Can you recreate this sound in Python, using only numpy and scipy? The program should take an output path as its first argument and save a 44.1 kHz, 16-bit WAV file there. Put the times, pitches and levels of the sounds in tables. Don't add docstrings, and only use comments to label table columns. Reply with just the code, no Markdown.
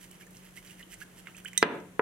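import sys
import numpy as np
from scipy import signal
from scipy.fft import rfft, irfft, next_fast_len
from scipy.io import wavfile
from scipy.ndimage import minimum_filter1d, map_coordinates

SR = 44100
rng = np.random.default_rng(int(sys.argv[2]) if len(sys.argv) > 2 else 0)


def materialize(psi):
    bounded = np.clip(np.atleast_2d(psi).T, -1, 1)
    quanta = np.round(bounded * 32767).astype(np.int16)
    wavfile.write(sys.argv[1], SR, quanta)


N = 88817

# f/Hz, level/dB
AIR_SPECTRUM = [(15, -30), (34, 0.5), (60, -12), (170, -1.5), (250, -10), (320, -5), (500, -12),
                (840, -16.5), (1940, -16.5), (3600, -24), (5000, -31.5), (6100, -24.5), (11300, -25.5),
                (16000, -35.5)]
# f/Hz, left-right likeness
AIR_LIKENESS = [(40, 0.49), (150, 0.87), (400, 0.57), (1200, 0.1), (3000, 0.046)]
# f/Hz, t60/s
ROOM_DECAY = [(150, 0.62), (500, 0.4), (3500, 0.35), (15000, 0.24)]
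# f/Hz, level/dB
ROOM_SPECTRUM = [(60, -10), (140, 12), (270, 6), (420, 3), (650, 8), (1100, 3.5), (2000, 0), (3000, 3),
                 (6000, 0)]
# f/Hz, left-right likeness
ROOM_LIKENESS = [(130, 1), (300, 0.9), (640, 0.7), (1400, 0.47), (3000, 0.023)]
# f/Hz, left minus right/dB
BOWL_BALANCE = [(800, 1.5), (2300, -10.5), (4400, 0), (8000, -11.5), (14000, -7.5)]
# f/Hz, left minus right/dB
KNOCK_BALANCE = [(110, 5), (330, -4), (700, 3), (1300, 4.5), (2300, -6), (5000, 14)]
# t/s, gain/dB, treble corner/Hz
COUNTER_KNOCKS = [(1.6277, 2, 6000), (1.9944, -8, 1650)]
# f/Hz, level/dB, t60/s
COUNTER_MODES = [(445, -7.5, 0.032), (560, -12, .022), (725, -21, 0.04), (885, -22, .03),
                 (1020, -11.5, 0.024), (1295, -21, 0.025), (1630, -6.5, 0.018), (2010, -17, 0.04),
                 (2335, -28, 0.04), (3030, -23, 0.03)]
# f/Hz, level/dB
THUD_SPECTRUM = [(80, -30), (250, -14), (500, 5), (1700, -1), (3200, -3), (4200, -11), (7000, -28),
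                 (15000, -38)]
# f/Hz, level/dB, t60/s
RIM_MODES = [(2009, -14, .12), (3145, -24, .08), (3755, -4, .02), (3826, -5, .02), (6033, -4, .034),
             (6250, 2, .016), (7095, -19, .05), (7639, -23, .09), (8500, -1, .014), (8600, -2, .02),
             (11400, -23, .12), (11525, -10, .026), (14980, -21, .03), (15450, -22, .04)]
# f/Hz, level/dB
CRACK_SPECTRUM = [(500, -25), (2500, 2), (4800, -3), (8600, 0), (9800, -12), (12200, -7), (16000, -17)]
# t/s, level/dB, band centre/Hz
TIP_TICKS = [(0.112, -41, 9100), (0.267, -50, 7000), (.307, -49, 10500), (.368, -44, 6040),
             (.464, -49, 2300), (0.675, -44.5, 5000), (.711, -50, 11300), (0.828, -49, 3300),
             (0.9406, -39, 8000), (1.023, -46, 6000), (1.271, -34.5, 2040), (1.367, -41, 7800),
             (1.448, -37, 8750), (1.483, -44, 7560), (1.532, -41, 7600), (1.532, -44, 2000),
             (1.623, -35, 2690), (1.801, -50, 6400)]
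# t/s, starting f/Hz, level/dB, t60/s, rise/(octaves/s)
CLEAR_BUBBLES = [(.119, 2870, -48, 0.027, 12), (.209, 1645, -45, 0.046, 5), (0.227, 2200, -45.5, 0.044, 12),
                 (.268, 1740, -46, 0.034, 3.2), (.347, 2630, -49, 0.035, 25), (.575, 2070, -38, 0.037, 7.4),
                 (.706, 2780, -38.5, 0.027, 5.5), (.801, 1838, -43, 0.043, 19),
                 (.811, 1810, -35, 0.012, 5.5), (.827, 2925, -41.5, 0.041, 6.5),
                 (.932, 1890, -45, 0.055, 6.2), (1.015, 1480, -31.5, 0.029, 24.3),
                 (1.02, 1658, -34.5, 0.038, 2), (1.284, 1280, -36, 0.016, 6.2),
                 (1.346, 2325, -44.5, 0.061, 30), (1.448, 1414, -36, 0.072, 39),
                 (1.455, 2154, -34, 0.026, 53), (1.458, 2960, -24, 0.021, 11)]
# f/Hz, level/dB
SLOSH_SPECTRUM = [(400, -34), (1100, -16), (1800, 3.5), (2400, 0), (3100, 5), (4000, -22), (7000, -14.5)]
# f/Hz, level/dB
SCRAPE_SPECTRUM = [(1500, -33), (3000, -6), (4500, 1), (6200, 1.5), (6900, -2.5), (7550, 5), (8300, -3),
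                   (10000, 2), (11400, 6), (12600, -2), (16000, -15.5)]
# middle t/s, half length/s, slosh level/dB, scrape level/dB
WHISK_STROKES = [(0.032, 0.024, -56.5, -55), (0.137, 0.023, -60.5, -64), (0.217, 0.016, -58, -59),
                 (0.362, 0.027, -64, -59), (0.454, 0.034, -59.5, -61.5), (0.575, 0.019, -56, -54.5),
                 (0.66, 0.025, -58.5, -59), (0.711, 0.029, -57, -57.5), (0.801, 0.02, -56, -60),
                 (0.926, 0.021, -52.5, -53), (1.017, 0.015, -53.5, -54), (1.13, 0.027, -65.5, -73),
                 (1.187, 0.017, -58.5, -56), (1.281, 0.024, -55, -68), (1.384, 0.02, -53.5, -57),
                 (1.482, 0.01, -50.5, -58), (1.561, 0.017, -53.5, -78)]

SIDES = np.array([[.5], [-.5]])


def amp(db):
    return 10 ** (np.asarray(db) / 20)


def unit_rms(x):
    return x / np.sqrt(np.mean(x ** 2) + 1e-20)


def along(points, hz):
    freqs, values = np.transpose(points)
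    return np.interp(np.log(hz + 1), np.log(freqs + 1), values)


def since(s):
    return np.maximum(np.arange(N) / SR - s, 0)


def fade(s, t60):
    t = since(s)
    return (t > 0) * amp(-60 * t / t60)


def ring(s, modes):
    t = since(s)
    return sum(amp(db) * fade(s, t60) * np.sin(2 * np.pi * hz * t) for hz, db, t60 in modes)


def wobble(rate):
    return map_coordinates(rng.standard_normal(N), [np.arange(N) * rate / SR])


def filtered(x, response):
    size = next_fast_len(N + SR // 2)
    return irfft(rfft(x, size) * response(np.fft.rfftfreq(size, 1 / SR)), size)[..., :N]


def low_cut(hz, corner_hz):
    s = 1j * hz / corner_hz
    return s * s / (1 + np.sqrt(2) * s + s * s)


def high_cut(hz, corner_hz):
    s = 1j * hz / corner_hz
    return 1 / ((1 + 2 * s) * (1 + s + s * s))


def noise(spectrum):
    return unit_rms(filtered(rng.standard_normal(N), lambda hz: amp(along(spectrum, hz))))


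def diffuse(pair, likeness):
    angle = lambda hz: np.arccos(np.clip(along(likeness, hz), -1, 1)) / 2
    mid, side = filtered(pair, lambda hz: np.array([np.cos(angle(hz)), np.sin(angle(hz))]))
    return np.array([mid + side, mid - side])


def room_tone(level_db=-56.5):
    pair = np.array([noise(AIR_SPECTRUM), noise(AIR_SPECTRUM)])
    return amp(level_db) * unit_rms(diffuse(pair, AIR_LIKENESS))


def appliance_hum(hz=182.5, rms_db=-58.7, waver_db=.8):
    level = amp(rms_db + waver_db * wobble(rate=5))
    return np.sqrt(2) * level * np.sin(2 * np.pi * hz * since(0))


def early_echoes(first_s, last_s=0.01, level_db=-7.5, count=8):
    echoes = np.zeros((2, N))
    for side in echoes:
        delays = first_s + (last_s - first_s) * rng.random(count) ** 2
        side[(delays * SR).astype(int)] = rng.choice([-1, 1], count) / np.sqrt(count)
    return amp(level_db) * echoes


def in_kitchen(x, balance, tail_db=-12.5, first_echo_s=.0018, build_s=0.000896, left_lag_s=.000045):
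    hz, t, bands = signal.stft(rng.standard_normal((2, N)), SR, nperseg=256)
    decay = amp(-60 * t / along(ROOM_DECAY, hz)[:, None])
    tail = signal.istft(bands * decay, SR, nperseg=256)[1][:, :N]
    tail *= 1 - np.exp(-since(first_echo_s) / build_s)
    tail = filtered(tail / np.linalg.norm(tail[0]), lambda hz: amp(tail_db + along(ROOM_SPECTRUM, hz)))
    room = diffuse(tail + early_echoes(first_echo_s), ROOM_LIKENESS)
    reflected = signal.fftconvolve(x[None], room, axes=1)[:, :N]
    lag = lambda hz: np.exp(-2j * np.pi * hz * SIDES * left_lag_s)
    direct = filtered(x, lambda hz: amp(SIDES * along(balance, hz)) * lag(hz))
    return direct + reflected


def counter_knock(s, gain_db, corner_hz, push_s=.0001):
    t = since(s)
    widths = t / push_s - 3
    push = -amp(7.5) * widths * np.exp(-widths ** 2 / 2) * (t > 0)
    thud = amp(-11.5) * fade(s, t60=0.028) * noise(THUD_SPECTRUM)
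    knock = push + ring(s, COUNTER_MODES) + thud
    return amp(gain_db) * filtered(knock, lambda hz: low_cut(hz, corner_hz=290) * high_cut(hz, corner_hz))


def rim_clink(s=1.5769, attack_s=0.00016):
    rim = amp(-19) * ring(s, RIM_MODES)
    crack = amp(-29) * fade(s, t60=0.028) * noise(CRACK_SPECTRUM)
    contact = 1 - np.exp(-since(s) / attack_s)
    return filtered(contact * (rim + crack), lambda hz: low_cut(hz, corner_hz=1400))


def tip_ticks(attack_s=0.00034, width_octaves=0.73):
    ticks = np.zeros(N)
    for s, db, centre_hz in TIP_TICKS:
        band = lambda hz: 1 / (1 + (2 * np.log2((hz + 1) / centre_hz) / width_octaves) ** 2)
        envelope = fade(s, t60=0.013) * (1 - np.exp(-since(s) / attack_s))
        ticks += amp(db) * envelope * unit_rms(filtered(rng.standard_normal(N), band))
    return ticks


def bubble(t, hz, t60, rise, attack_s=0.0017):
    phase = 2 * np.pi * np.cumsum(hz * 2 ** (rise * np.minimum(t, t60))) / SR
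    return amp(-60 * t / t60) * (1 - np.exp(-t / attack_s)) * np.sin(phase)


def bubbles(fizz_hz=2464, spread_octaves=0.349, t60_cycles=29, rise_octaves_per_s=19):
    fizz = []
    for s, half_s, slosh_db, _ in WHISK_STROKES:
        for when, pitch, size in rng.standard_normal((9, 3)):
            start_s = abs(s + 0.81 * half_s * when)
            hz = fizz_hz * 2 ** (spread_octaves * pitch)
            db = slosh_db - 1.5 + 2.8 * size
            fizz.append((start_s, hz, db, t60_cycles / hz, rise_octaves_per_s))
    sound, t = np.zeros(N + SR), np.arange(SR // 10) / SR
    for s, hz, db, t60, rise in list(CLEAR_BUBBLES) + fizz:
        sound[round(s * SR):][:len(t)] += amp(db) * bubble(t, hz, t60, rise)
    return sound[:N]


def glaze_catches(per_s=200, spread_db=5, longest_t60=.035):
    slips = (rng.random(N) < per_s / SR) * amp(spread_db * rng.standard_normal(N))
    evened_modes = [(hz, db / 3, min(t60, longest_t60)) for hz, db, t60 in RIM_MODES]
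    ringing = signal.fftconvolve(slips, ring(0, evened_modes))[:N]
    return unit_rms(filtered(ringing, lambda hz: low_cut(hz, corner_hz=7000)))


def whisking(drag_db=-69.5, drag_end_s=1.8, drag_fade_s=.05, grit_db=3.5, catch_db=-5.5):
    t, slosh_level = since(0), np.zeros(N)
    scrape_level = amp(drag_db) * np.clip((drag_end_s - t) / drag_fade_s, 0, 1)
    for s, half_s, slosh_db, scrape_db in WHISK_STROKES:
        swell = 1 / np.cosh(1.49 * (t - s) / half_s)
        slosh_level += amp(slosh_db) * swell
        scrape_level = np.hypot(scrape_level, amp(scrape_db) * swell)
    grit = unit_rms(amp(grit_db * wobble(rate=430)))
    swish = slosh_level * noise(SLOSH_SPECTRUM) + scrape_level * noise(SCRAPE_SPECTRUM)
    return grit * swish + amp(catch_db) * scrape_level * glaze_catches()


def scene():
    stirring = in_kitchen(whisking() + bubbles() + tip_ticks(), BOWL_BALANCE)
    knocks = sum(in_kitchen(counter_knock(*row), KNOCK_BALANCE) for row in COUNTER_KNOCKS)
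    clink = in_kitchen(rim_clink(), BOWL_BALANCE) * amp(-3 * SIDES)
    return room_tone() + appliance_hum() + knocks + clink + stirring


def record(dry):
    threshold_db, attack_s, hold_s, recover_db_per_s = -1, 0.00033, 0.049, 105
    ceiling, top_hz = .62, 16000
    peak_db = 20 * np.log10(np.abs(dry).max(axis=0) + 1e-9)
    over_db = np.maximum(peak_db - threshold_db, 0)
    half_hold = int(hold_s * SR / 2)
    held_db = -minimum_filter1d(-over_db, 2 * half_hold + 1, origin=half_hold, mode="constant")
    recovery_db = recover_db_per_s * since(0)
    duck_db = np.maximum.accumulate(held_db + recovery_db) - recovery_db
    pole = np.exp(-1 / (attack_s * SR))
    ducked = dry * amp(-signal.lfilter([1 - pole], [1, -pole], duck_db))
    clipped = np.clip(ducked, -ceiling, ceiling)
    return filtered(clipped, lambda hz: 1 / (1 + (hz / top_hz) ** 200))


dry = scene()
out = record(dry)
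materialize(out)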